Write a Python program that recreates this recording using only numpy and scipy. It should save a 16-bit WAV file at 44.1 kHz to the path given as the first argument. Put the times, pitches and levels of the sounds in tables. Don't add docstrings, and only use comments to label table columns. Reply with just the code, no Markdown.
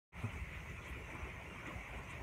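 import sys
import numpy as np
from scipy import signal
from scipy.fft import rfft, irfft, next_fast_len
from scipy.io import wavfile
from scipy.ndimage import uniform_filter1d, map_coordinates

SR = 44100
rng = np.random.default_rng(int(sys.argv[2]) if len(sys.argv) > 2 else 0)


def file_out(sig):
    cols = np.atleast_2d(sig).T
    lim = np.clip(cols, -1, 1)
    pcm = np.round(lim * 32767).astype(np.int16)
    wavfile.write(sys.argv[1], SR, pcm)


N = 98254


def amp(db):
    return 10 ** (np.asarray(db) / 20)


def unit(x):
    return x / np.sqrt(np.mean(x ** 2) + 1e-20)


def clock():
    return np.arange(N) / SR


def curve(rows):
    return np.interp(clock(), *np.transpose(rows))


def wobble(per_s):
    knots = rng.standard_normal(1024)
    return map_coordinates(knots, [clock() * per_s], mode="wrap")


def filtered(x, response):
    size = next_fast_len(N + SR // 2)
    return irfft(rfft(x, size) * response(np.fft.rfftfreq(size, 1 / SR)), size)[:N]


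def coloured(x, points):
    points_hz, points_db = np.transpose(points)

    def minimum_phase(hz):
        db = np.interp(np.log(hz + 1), np.log(points_hz), points_db)
        cepstrum = irfft(np.log(amp(db)))
        half = len(cepstrum) // 2
        return np.exp(rfft(np.r_[cepstrum[0], 2 * cepstrum[1:half], np.zeros(half)]))
    return unit(filtered(x, minimum_phase))


def patchy(x, depth_db):
    spectra = signal.stft(x, nperseg=512)[2]
    patches = uniform_filter1d(rng.standard_normal(spectra.shape), size=4, axis=0)
    patches = unit(uniform_filter1d(patches, size=8, axis=1))
    return unit(signal.istft(spectra * amp(depth_db * patches), nperseg=512)[1][:N])


def impacts(per_s, spread_db, wash_db):
    hits = (rng.random(N) < per_s / SR) * np.sign(rng.standard_normal(N))
    sizes = amp(spread_db * rng.standard_normal(N))
    wash = amp(wash_db) * rng.standard_normal(N)
    return unit(unit(hits * sizes) + wash)


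def patter():
    # time in seconds, level in dB before the trim.
    levels = [(.19, -50.5), (.25, -54), (.49, -55), (.55, -49.5), (.62, -56), (.72, -53), (.81, -58),
              (.89, -50.5), (1.04, -56), (1.1, -51.5), (1.17, -54.5), (1.24, -52), (1.34, -55), (1.65, -54),
              (1.682, -49), (1.76, -54.5), (1.94, -52.5), (2.06, -56), (2.11, -50.5), (2.22, -57.5)]
    # frequency in Hz, relative level in dB.
    colour = [(700, -60), (1200, -12.5), (1650, -9), (1930, 0.5), (2230, 2.5), (2600, -3.5), (3100, -13),
              (3900, -24), (4800, -44.5), (8000, -77)]
    trim_db, flutter_db = -1.5, 0.8
    rain = patchy(impacts(per_s=2500, spread_db=0, wash_db=1.5), depth_db=0.5)
    return amp(trim_db + curve(levels) + flutter_db * wobble(24.53)) * coloured(rain, colour)


def near_drops():
    # pitch of a drop in Hz, relative level in dB.
    colour = [(1000, -9.5), (2200, 0), (2800, -4.5), (3600, -13.5), (5000, -32.5)]
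    per_s, level_db, size_range_db = 70, -60.5, 9
    centre_hz, spread_octaves = 2408, 0.3
    attack_s, t60_s = 0.0015, 0.12
    t = np.arange(SR // 4) / SR
    attack = 1 - np.exp(-t / attack_s)
    out = np.zeros(N + len(t))
    for when, pitch, size in rng.random((int(per_s * N / SR), 3)):
        octaves = spread_octaves * np.log(pitch / (1 - pitch)) / 2
        hz = centre_hz * 2 ** octaves
        db = size_range_db * size + np.interp(hz, *np.transpose(colour))
        ring = amp(db - 60 * t / t60_s) * np.sin(2 * np.pi * hz * t)
        out[int(when * N):][:len(t)] += attack * ring
    return amp(level_db) * unit(out[:N])


def roof():
    # time in seconds, level in dB before the trim.
    levels = [(.18, -55), (.25, -52.5), (.33, -54), (.39, -57), (.55, -56), (.8, -56.5), (1.03, -57),
              (1.09, -52.5), (1.24, -53.5), (1.35, -55.5), (1.48, -54.5), (1.6, -53), (1.65, -52.5),
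              (1.685, -50.5), (1.735, -50.5), (1.84, -59), (1.94, -51), (2.08, -58.5), (2.14, -53),
              (2.22, -55)]
    # frequency in Hz, relative level in dB.
    resonances = [(50, -61), (130, -22.5), (230, 1), (310, -1), (375, 1.5), (470, -3.5), (630, -0.5),
                  (760, -5), (1060, 1), (1180, -4), (1420, -4), (1700, -15.5), (2300, -38), (5000, -76.5)]
    trim_db, flutter_db = -0.25, 0.25
    rain = patchy(impacts(per_s=1200, spread_db=2, wash_db=1.5), depth_db=3)
    return amp(trim_db + curve(levels) + flutter_db * wobble(14)) * coloured(rain, resonances)


def spray():
    # frequency in Hz, relative level in dB.
    colour = [(2500, -12), (4000, -7), (4900, -8), (5600, -3.5), (6250, 1), (7200, -5), (9600, -6),
              (10400, -11.5), (11600, -9.5), (13200, -15.5), (15600, -20)]
    level_db, flutter_db = -70.5, 0.23
    droplets = patchy(impacts(per_s=5800, spread_db=0.5, wash_db=-11), depth_db=3)
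    return amp(level_db + flutter_db * wobble(11.4)) * coloured(droplets, colour)


def rumble():
    # time in seconds, level in dB before the trim.
    levels = [(.45, -51.5), (.7, -51.5), (.82, -55), (.92, -52.5), (1.25, -54), (1.6, -55.5), (1.76, -50.5),
              (1.86, -56), (1.98, -51.5), (2.22, -52)]
    # frequency in Hz, relative level in dB.
    colour = [(15, -60), (28, -13.5), (40, -1.5), (55, 9.5), (78, 5), (115, 2), (143, -1), (168, 0.5),
              (200, -7), (300, -44.5)]
    trim_db, flutter_db = 1.5, 1.2
    gain = amp(trim_db + curve(levels) + flutter_db * wobble(14.35))
    return gain * coloured(rng.standard_normal(N), colour)


def rustles():
    # peak time in seconds, level in dB, half length in seconds, band centre in Hz.
    swells = [(0.214, -67, 0.02, 3160), (0.23, -72, 0.025, 8900), (.337, -71, 0.012, 8100),
              (0.845, -69.5, .03, 3300), (0.872, -69.5, 0.027, 7150), (.897, -69, 0.013, 11400),
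              (1.11, -72, 0.0075, 7500), (1.152, -71, .008, 8400), (1.672, -65.5, 0.0043, 6860),
              (1.683, -54, 0.016, 2460), (1.983, -72, .01, 7800), (2.11, -65.5, 0.011, 7700),
              (2.123, -68.5, 0.024, 3230)]
    width_octaves = 0.27
    out = np.zeros(N)
    for peak_s, db, half_s, centre_hz in swells:
        def band(hz):
            return np.exp(-(np.log2((hz + 1) / centre_hz) / width_octaves) ** 2 / 2)
        grains = impacts(per_s=5000, spread_db=5, wash_db=8)
        swell = np.exp(-((clock() - peak_s) / half_s) ** 2 / 2)
        out += amp(db) * swell * unit(filtered(grains, band))
    return out


def knock():
    # frequency in Hz, relative level in dB, seconds to fall by 60 dB.
    modes = [(107, 0, 0.097), (232.4, -6, 0.08), (401, -15, 0.072)]
    start_s, gain_db, attack_s = 0.236, -22, 0.012
    t = np.maximum(clock() - start_s, 0)
    ring = sum(amp(db - 60 * t / t60) * np.sin(2 * np.pi * hz * t) for hz, db, t60 in modes)
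    return amp(gain_db) * (1 - np.exp(-t / attack_s)) * ring


def bumps():
    # peak time in seconds, peak level in dB, pitch in Hz.
    pulses = [(.36, -37, 73), (0.427, -39.5, 77), (0.919, -40, 63), (1.002, -45, 74), (1.236, -42, 65)]
    half_s = 0.016
    out = np.zeros(N)
    for peak_s, db, hz in pulses:
        t = clock() - peak_s
        out += amp(db) * np.exp(-(t / half_s) ** 2) * np.cos(2 * np.pi * hz * t)
    return out


def scene():
    rain = patter() + near_drops() + roof() + spray()
    return (rain + rumble() + rustles() + knock() + bumps())[None]


def record(dry):
    silence_s, fade_s, top_hz = 0.12, 0.064, 15720
    fade = np.clip((clock() - silence_s) / fade_s, 0, 1) ** 0.99
    return filtered(dry[0] * fade, lambda hz: hz < top_hz)[None]


dry = scene()
out = record(dry)
file_out(out)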